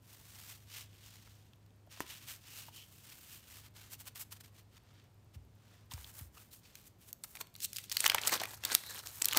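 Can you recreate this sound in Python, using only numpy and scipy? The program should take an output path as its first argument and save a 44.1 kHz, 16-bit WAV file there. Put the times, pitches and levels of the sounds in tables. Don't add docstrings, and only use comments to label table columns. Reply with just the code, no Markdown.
import sys
import numpy as np
from scipy import signal
from scipy.fft import rfft, irfft
from scipy.io import wavfile
from scipy.ndimage import uniform_filter1d

SR = 44100
rng = np.random.default_rng(int(sys.argv[2]) if len(sys.argv) > 2 else 0)


def dump_mix(stems):
    frames = np.atleast_2d(stems).T
    limited = np.clip(frames, -1, 1)
    pcm = np.round(limited * 32767).astype(np.int16)
    wavfile.write(sys.argv[1], SR, pcm)


def invert_db(level):
    return 10 ** (np.asarray(level, dtype=float) / 20)


N = 413658

# (time [s], level [dB], ring frequency [Hz], crack level [dB re ring])
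CREASE_SNAPS = [(1.273, -33, 1040, -30), (1.533, -44.5, 3020, -13), (1.628, -56, 3300, -12),
                (1.662, -55, 4200, -5), (1.705, -56, 3300, -12), (1.871, -36, 680, -32),
                (1.972, -29, 890, -21), (1.9973, -36, 6100, -20), (2.0045, -20.5, 1940, -6.5),
                (2.683, -29, 845, -19), (5.912, -33.5, 3470, -7), (5.917, -24, 900, -29),
                (5.9367, -31, 5650, -6), (5.978, -29.5, 900, -28), (6.044, -32.5, 3520, -15),
                (6.1885, -37, 9000, -16), (6.197, -35.5, 1800, -17), (6.373, -40, 1240, -11),
                (6.754, -37.5, 3400, 2), (7.1288, -26.5, 13500, -11.5), (7.2373, -31, 8800, 0),
                (7.242, -30.5, 1260, -8), (7.353, -33, 2450, -1), (7.37, -33.5, 2500, -4),
                (7.47, -49, 3500, 3), (7.541, -45, 12000, -13), (7.5522, -33.5, 3870, -11),
                (7.5624, -46.5, 6200, 9), (7.603, -31, 5860, -3), (7.6465, -33, 9000, -11),
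                (7.7309, -26.5, 6720, -3), (7.7618, -33, 5130, 3), (7.7667, -21.5, 7800, -8),
                (7.784, -26.5, 2920, 0.5), (7.897, -37.5, 5500, 5), (7.9155, -19.5, 4650, -7.5),
                (7.9189, -22, 6000, -6), (7.9242, -29, 4200, 5.5), (7.9685, -16, 4460, 3),
                (8.0043, -11, 8400, -11), (8.0412, -9.5, 2030, -9.5), (8.051, -13, 5000, -12),
                (8.0597, -9.5, 2020, -7.5), (8.063, -4.5, 2840, -5.5), (8.078, -19.5, 8800, 1),
                (8.098, -6.5, 3540, -8.5), (8.1179, -9.5, 1720, -17), (8.1461, 0, 860, -12.5),
                (8.1817, -10.5, 2020, -38), (8.215, -27, 6400, -3.5), (8.235, -20.5, 3300, -16),
                (8.255, -20, 3000, -22), (8.2727, -14.5, 8600, -2), (8.2783, -16, 6900, -10),
                (8.294, -16, 2080, -7), (8.32, -20, 2000, -16), (8.3372, -14, 5460, -10.5),
                (8.376, -29, 4100, -5), (8.399, -18.5, 4430, -17), (8.404, -20, 3440, -22),
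                (8.415, -13, 740, -14.5), (8.4353, -21.5, 1850, -0.5), (8.454, -26, 2700, -4),
                (8.534, -23, 1064, -18), (8.637, -17.5, 2720, -14), (8.6504, -25, 4730, 9.5),
                (8.7, -20.5, 1630, -10), (8.7113, -21, 3500, -17), (8.73, -23, 8000, -8),
                (8.75, -12, 5800, 2.5), (8.8362, -27, 1570, -10), (8.909, -34, 1600, -25),
                (8.957, -35, 3440, -11), (8.9912, -34, 5200, -3), (9.036, -29, 1300, -14),
                (9.06, -38, 9000, -8), (9.071, -34, 6040, 6.5), (9.217, -24, 3000, 1),
                (9.22, -11, 7600, -7), (9.245, -24, 5370, 4), (9.2557, -10, 13900, -7),
                (9.2851, -20, 3500, 1), (9.2925, -23, 3450, -20), (9.311, -18, 3940, -16),
                (9.3175, -23, 4600, -20), (9.3255, -16, 2980, -10.5), (9.3316, -18, 3130, 0),
                (9.348, -18, 2990, -12), (9.357, -25, 1100, -10), (9.3667, -18, 1200, -5),
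                (9.3721, -12, 4500, 4)]
# (peak time [s], rise [s], fall [s], rustle level [dB], treble level [dB re rustle])
WRAPPER_TUGS = [(7.243, 0.012, 0.017, -53, 8), (7.36, .06, 0.091, -60.5, 5), (7.412, 0.016, 0.022, -43, 2),
                (7.608, 0.094, 0.039, -59, 0), (7.644, 0.047, 0.025, -39.5, 5),
                (7.77, 0.16, 0.14, -53.5, 0.5), (7.845, 0.04, 0.03, -51.5, 0.5),
                (7.93, 0.042, 0.07, -47, 0.5), (8.005, 0.051, 0.074, -42, 2.5),
                (8.061, 0.051, 0.03, -37.5, -1), (8.15, 0.37, 0.68, -45.5, -12),
                (8.278, 0.011, 0.0086, -34, 9), (8.3, 0.087, 0.044, -54, 5),
                (8.342, 0.24, 0.067, -40.5, -0.5), (8.405, 0.015, 0.11, -41, -12),
                (8.55, 0.31, 0.082, -57.5, 6), (8.66, 0.054, 0.092, -43, -8),
                (8.72, 0.033, 0.079, -37.5, -9), (8.749, 0.02, 0.013, -32, 5.5),
                (8.9, 0.24, 0.13, -51.5, 1), (8.99, 0.085, 0.054, -49.5, -0.5),
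                (9.06, 0.066, 0.13, -51.5, 4), (9.33, 0.22, 0.13, -47, -7), (9.372, 0.03, 0.033, -33, -7)]
# (frequency [Hz], width [Hz], mean level [dB])
WRAPPER_FOLDS = [(4100, 480, -7)]
# (peak time [s], rise [s], fall [s], friction level [dB], treble level [dB re friction])
CARD_SLIDES = [(.13, 0.14, 0.13, -58, 0.5), (.36, 0.4, 0.47, -55, -1), (.525, 0.28, 0.071, -50.5, -1.5),
               (.768, .12, 0.12, -44.5, -4.5), (1.07, 0.3, 0.57, -55.5, -5.5),
               (1.3, 0.43, 0.032, -64.5, -22), (1.915, 0.025, 0.28, -51, -8),
               (2.009, 0.0061, 0.035, -43.5, -3), (2.111, 0.081, 0.16, -47.5, -3),
               (2.23, 0.033, 0.13, -53.5, -3), (2.29, 0.038, 0.12, -43.5, -1),
               (2.45, 0.031, 0.32, -53.5, -15), (2.6, 0.24, 0.14, -49, 0.5),
               (2.77, 0.077, 0.12, -52.5, 0.5), (2.9, 0.1, 0.045, -65, -7), (3.12, 0.2, 0.059, -54.5, -7),
               (3.37, 0.82, 0.054, -55.5, 3), (3.58, 0.3, 0.068, -52.5, -0.5),
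               (3.662, 0.11, 0.041, -57.5, -3.5), (3.765, 0.032, 0.24, -51.5, -3.5),
               (3.934, 0.045, 0.033, -46.5, 3), (4.007, 0.031, 0.038, -53, 4.5),
               (4.078, 0.043, 0.024, -47.5, 1.5), (4.161, 0.016, 0.074, -48.5, 2.5),
               (4.212, 0.028, 0.031, -45, 7), (4.326, 0.025, 0.025, -49.5, 3.5),
               (4.371, 0.039, 0.015, -57, -3), (4.41, 0.016, 0.014, -51, -0.5),
               (4.442, 0.013, 0.07, -54, -2.5), (4.586, 0.087, 0.052, -58.5, -3.5),
               (4.78, 0.092, 0.0076, -57.5, -7.5), (5.0, 0.34, 0.11, -63.5, -16),
               (5.352, 0.024, 0.018, -58, -1.5), (5.736, 0.26, 0.22, -62.5, -9),
               (5.921, 0.026, 0.082, -51, -1), (5.99, 0.044, 0.18, -56, 3),
               (6.099, 0.063, 0.044, -55.5, 4.5), (6.188, 0.088, 0.12, -55.5, 8),
               (6.373, 0.063, 0.19, -60.5, 3), (6.535, 0.036, 0.092, -57.5, 6.5),
               (6.657, 0.068, 0.27, -59.5, -6), (6.77, 0.043, 0.2, -60.5, 1), (6.878, .03, 0.016, -60, 8),
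               (7.03, 0.048, 0.045, -62.5, 3.5), (7.092, 0.054, 0.039, -58.5, 7),
               (7.29, 0.093, 0.13, -66.5, 11.5), (9.15, 0.066, 0.31, -54.5, 8)]
# (frequency [Hz], width [Hz], mean level [dB])
CARD_FACES = [(2890, 1040, -7.5)]
# (time [s], level [dB re middle band])
LOW_BAND = [(0, 2.5), (.8, -4), (3.8, 0.7), (5.95, 5), (6.4, 7.5), (6.55, -4.5), (7.4, 5.5), (7.6, -25),
            (7.95, -7), (8.1, 6), (8.45, 7.5), (8.7, -0.5), (9.38, 8)]
# (middle time [s], level [dB], length [s] before a stretch of 1.8, frequency [Hz])
EDGE_SQUEAKS = [(2.58, -66, 0.22, 2920), (2.79, -59.5, 0.097, 3080), (6.374, -60, 0.013, 1230),
                (6.378, -61, 0.018, 2700), (6.522, -69, 0.022, 4000), (6.657, -67, 0.022, 2600),
                (6.66, -76, 0.017, 4460), (7.411, -54, 0.0095, 1010), (8.163, -49.5, 0.014, 940),
                (8.72, -48, 0.067, 1570), (8.89, -53, 0.082, 4000), (8.909, -55.5, 0.052, 1710),
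                (9.348, -37.5, 0.007, 1140)]
# (time [s], strength [dB])
TABLE_KNOCKS = [(5.355, -39), (5.933, -34.5), (6.208, -38)]
# (frequency [Hz], level [dB], decay by 60 dB [s])
TABLE_MODES = [(63.1, -10.5, 0.59), (87, -2.5, 0.24), (122.3, -2.5, 0.16), (257, -8, 0.065)]
# (time [s], strength [dB])
CARD_FLICKS = [(2.0045, -32.5), (9.22, -42), (9.369, -31.5)]
# (frequency [Hz], level [dB], decay by 60 dB [s])
CARD_MODES = [(310, 3, 0.015), (1003, 1.5, 0.02)]
# (time [s], level [dB])
MOTOR_LEVEL = [(0, -67.5), (.6, -60), (1.8, -64.5), (3.2, -67), (3.6, -58.5), (5.3, -65), (6.4, -65),
               (6.9, -72.5), (7.6, -66), (8.2, -60.5), (9.38, -61)]
# (multiple of shaft speed [1], mean level [dB])
MOTOR_HARMONICS = [(2, -16), (3, -13), (4, -2), (5, -13)]
# (frequency [Hz], level [dB])
AIR_COLOUR = [(18, -31), (30, -17.5), (103, -9.5), (149, -13.5), (404, -24), (940, -30.5), (1430, -35),
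              (16000, -47)]
# (frequency [Hz], width [Hz], level [dB])
MIC_DIP = (10400, 1300, -6)

TUG_POINTED, SLIDE_POINTED = 1.73, 1.46
SHEET_WANDER_DB, CARD_WANDER_DB = 5, 4
SPLITS_HZ = 1800, 6500
MOTOR_HZ = 25.5
TICK_FIRST_S, TICK_EVERY_S = .0221, .10243
TICK_DB, TICK_HZ, TICK_WIDTH_HZ = -43.5, 13500, 3600
AIR_DB = -65.5
ROOM_T60_S, ROOM_DB = 0.38, -18
CUTOFF_HZ = 16200


def snaps():
    t = np.arange(1300) / SR
    out = np.zeros(N + len(t))
    noise = rng.standard_normal((len(CREASE_SNAPS), 2, len(t)))
    for (s, db, hz, crack_db), (white, jerks) in zip(CREASE_SNAPS, noise):
        onset = 1 - np.exp(-t / 0.0006)
        burst = white * invert_db(13.7 * uniform_filter1d(jerks, size=16)) * onset
        t60 = 0.013 * (3000 / hz) ** 0.29
        burst = burst * invert_db(-60 * t / t60)
        burst = burst / (2 * np.sqrt(np.mean(burst[:90] ** 2)))
        front = np.exp(-t / 0.0029) + 0.95 * np.exp(-t / 0.0003)
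        crack = invert_db(crack_db) * cut(burst * front, np.clip(0.42 * hz, 800, 2600), "high")
        at = round(s * SR)
        out[at:at + len(t)] += invert_db(db) * (resonance(burst, hz, 0.3 * hz) + crack)
    return out[:N]


def wrapper():
    crinkle = grains(4000, spread_db=0.5, ring_s=0.00044) + 0.67 * creases(900, spread_db=2.5)
    tugs = strokes(WRAPPER_TUGS, pointed=TUG_POINTED)
    rustle = rubbing(tugs, crinkle, WRAPPER_FOLDS, flicker_db=3.0, wander_db=SHEET_WANDER_DB)
    return cut(rustle, 390, "high", order=1)


def cards(gloss):
    slides = strokes(CARD_SLIDES, pointed=SLIDE_POINTED)
    friction = rubbing(slides, gloss, CARD_FACES, flicker_db=0.9, wander_db=CARD_WANDER_DB)
    return cut(friction, 920, "high")


def squeaks(contact):
    out = np.zeros(N)
    for s, db, length, hz in EDGE_SQUEAKS:
        n = round(1.8 * length * SR)
        at = round(s * SR) - n // 2
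        ringing = rms_one(resonance(contact[at:at + n], hz, 0.088 * hz))
        out[at:at + n] += invert_db(db) * np.hanning(n) * ringing
    return out


def blows():
    knocks = strike(TABLE_KNOCKS, TABLE_MODES, soft_s=0.0019)
    return knocks + strike(CARD_FLICKS, CARD_MODES, soft_s=0.000069)


def rubbing(gains, contact, body, flicker_db, wander_db):
    middle, treble = gains
    low_db, = in_time(LOW_BAND)
    x = invert_db(flicker_db * drift(29)) * contact + 1e-18
    x = in_bands(invert_db(low_db) * middle * x, middle * x, treble * x)
    return x + sum(invert_db(db + wander_db * drift(1.7)) * resonance(x, hz, width) for hz, width, db in body)


def strokes(rows, pointed):
    t, power = np.arange(N) / SR, np.zeros((2, N))
    for s, rise, fall, db, treble_db in rows:
        span = slice(max(round((s - rise) * SR), 0), round((s + fall) * SR))
        shape = np.interp(t[span], [s - rise, s, s + fall], [0, 1, 0]) ** pointed
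        levels = invert_db(db + np.array([[0], [treble_db]]))
        power[:, span] += (levels * shape) ** 2
    return np.sqrt(power)


def contacts(per_s, spread_db):
    return (rng.random(N) < per_s / SR) * invert_db(spread_db * np.minimum(rng.exponential(1, N), 4))


def grains(per_s, spread_db, ring_s):
    born = contacts(per_s, spread_db)
    shape = signal.lfilter([1], [1, -np.exp(-1 / (ring_s * SR))], born + 1e-9)
    return rms_one(shape * rng.standard_normal(N))


def creases(per_s, spread_db):
    sizes = contacts(per_s, spread_db) * rng.choice([-1, 1], N)
    pitches = np.geomspace(900, 12000, num=14)
    dealt = rng.integers(0, len(pitches), N)
    return rms_one(sum(resonance(sizes * (dealt == k) + 1e-18, hz, 0.11 * hz)
                       for k, hz in enumerate(pitches)))


def strike(events, modes, soft_s):
    clicks, r = np.full(N, 1e-18), np.exp(-1 / (soft_s * SR))
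    for s, db in events:
        clicks[round(s * SR)] = invert_db(db)
    push, out = signal.lfilter([1 - r], [1, -r], clicks), 0
    for k, (hz, db, t60) in enumerate(modes):
        r, w = invert_db(-60 / (t60 * SR)), 2 * np.pi * hz / SR
        gain = (-1) ** k * invert_db(db) * np.sin(w)
        out = out + signal.lfilter([0, gain], [1, -2 * r * np.cos(w), r * r], push)
    return out


def room(x):
    t = np.arange(round(.3 * SR)) / SR
    dull = signal.lfilter([1], [1, -.5], rng.standard_normal(len(t)))
    tail = rms_one(dull * invert_db(-60 * t / ROOM_T60_S) * (t > .004))
    return invert_db(ROOM_DB) * signal.fftconvolve(x, tail / np.sqrt(len(t)))[:N]


def motor():
    level_db, = in_time(MOTOR_LEVEL)
    phase = 2 * np.pi * np.cumsum(MOTOR_HZ * (1 + .0025 * drift(1.5))) / SR
    lines = sum(invert_db(db + 1.9 * drift(2.4)) * np.sin(k * phase + rng.uniform(0, 7.05))
                for k, db in MOTOR_HARMONICS)
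    return np.sqrt(2) * invert_db(level_db) * lines


def air():
    hz, db = np.transpose(AIR_COLOUR)
    colour = invert_db(np.interp(np.log(np.fft.rfftfreq(N, 1 / SR) + 1), np.log(hz), db))
    return invert_db(AIR_DB) * rms_one(irfft(rfft(rng.standard_normal(N)) * colour, N))


def ticks():
    clicks = np.full(N, 1e-18)
    times = np.arange(TICK_FIRST_S, N / SR, TICK_EVERY_S)
    clicks[(times * SR).astype(int)] = invert_db(TICK_DB)
    return resonance(resonance(clicks, TICK_HZ, TICK_WIDTH_HZ), TICK_HZ, 2 * TICK_WIDTH_HZ)


def rms_one(x):
    return x / np.sqrt(np.mean(x ** 2) + 1e-20)


def in_time(rows):
    s, *columns = np.transpose(rows)
    return [np.interp(np.arange(N) / SR, s, c, left=-150, right=-150) for c in columns]


def drift(rate):
    r = np.exp(-40 * np.pi * rate / SR)
    noise = rng.standard_normal(N // 20 + 4002)
    slow = signal.lfilter([1], [1, -2 * r, r * r], noise)[4000:]
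    return np.interp(np.arange(N) / 20, np.arange(len(slow)), rms_one(slow))


def cut(x, hz, kind, order=2):
    return signal.sosfilt(signal.butter(order, hz, kind, fs=SR, output="sos"), x)


def in_bands(low, middle, treble):
    def twice(x, hz, kind):
        return cut(cut(x, hz, kind), hz, kind)
    a, b = SPLITS_HZ
    upper = twice(middle, b, "low") + twice(treble, b, "high")
    return twice(low, a, "low") + twice(upper, a, "high")


def resonance(x, hz, width):
    r = np.exp(-np.pi * width / SR)
    poles = [1, -2 * r * np.cos(2 * np.pi * hz / SR), r * r]
    return signal.lfilter([(1 - r * r) / 2, 0, (r * r - 1) / 2], poles, x)


def peak(x, hz, width, db):
    w, a = 2 * np.pi * hz / SR, invert_db(db / 2)
    q = np.sin(w) * width / hz / 2
    turn = -2 * np.cos(w)
    return signal.lfilter([1 + q * a, turn, 1 - q * a], [1 + q / a, turn, 1 - q / a], x)


def scene():
    gloss = grains(5000, spread_db=4.5, ring_s=0.0017)
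    hands = snaps() + wrapper() + cards(gloss) + squeaks(gloss) + blows()
    return (hands + room(hands) + motor() + air() + ticks())[None]


def low_pass(x):
    return signal.sosfilt(signal.butter(12, 16970, fs=SR, output="sos"), x)


def record(dry):
    topless = signal.sosfilt(signal.cheby2(14, 55, CUTOFF_HZ, fs=SR, output="sos"), dry)
    mix = peak(cut(topless, 42, "high"), *MIC_DIP)
    return low_pass(mix)


dry = scene()
out = record(dry)
dump_mix(out)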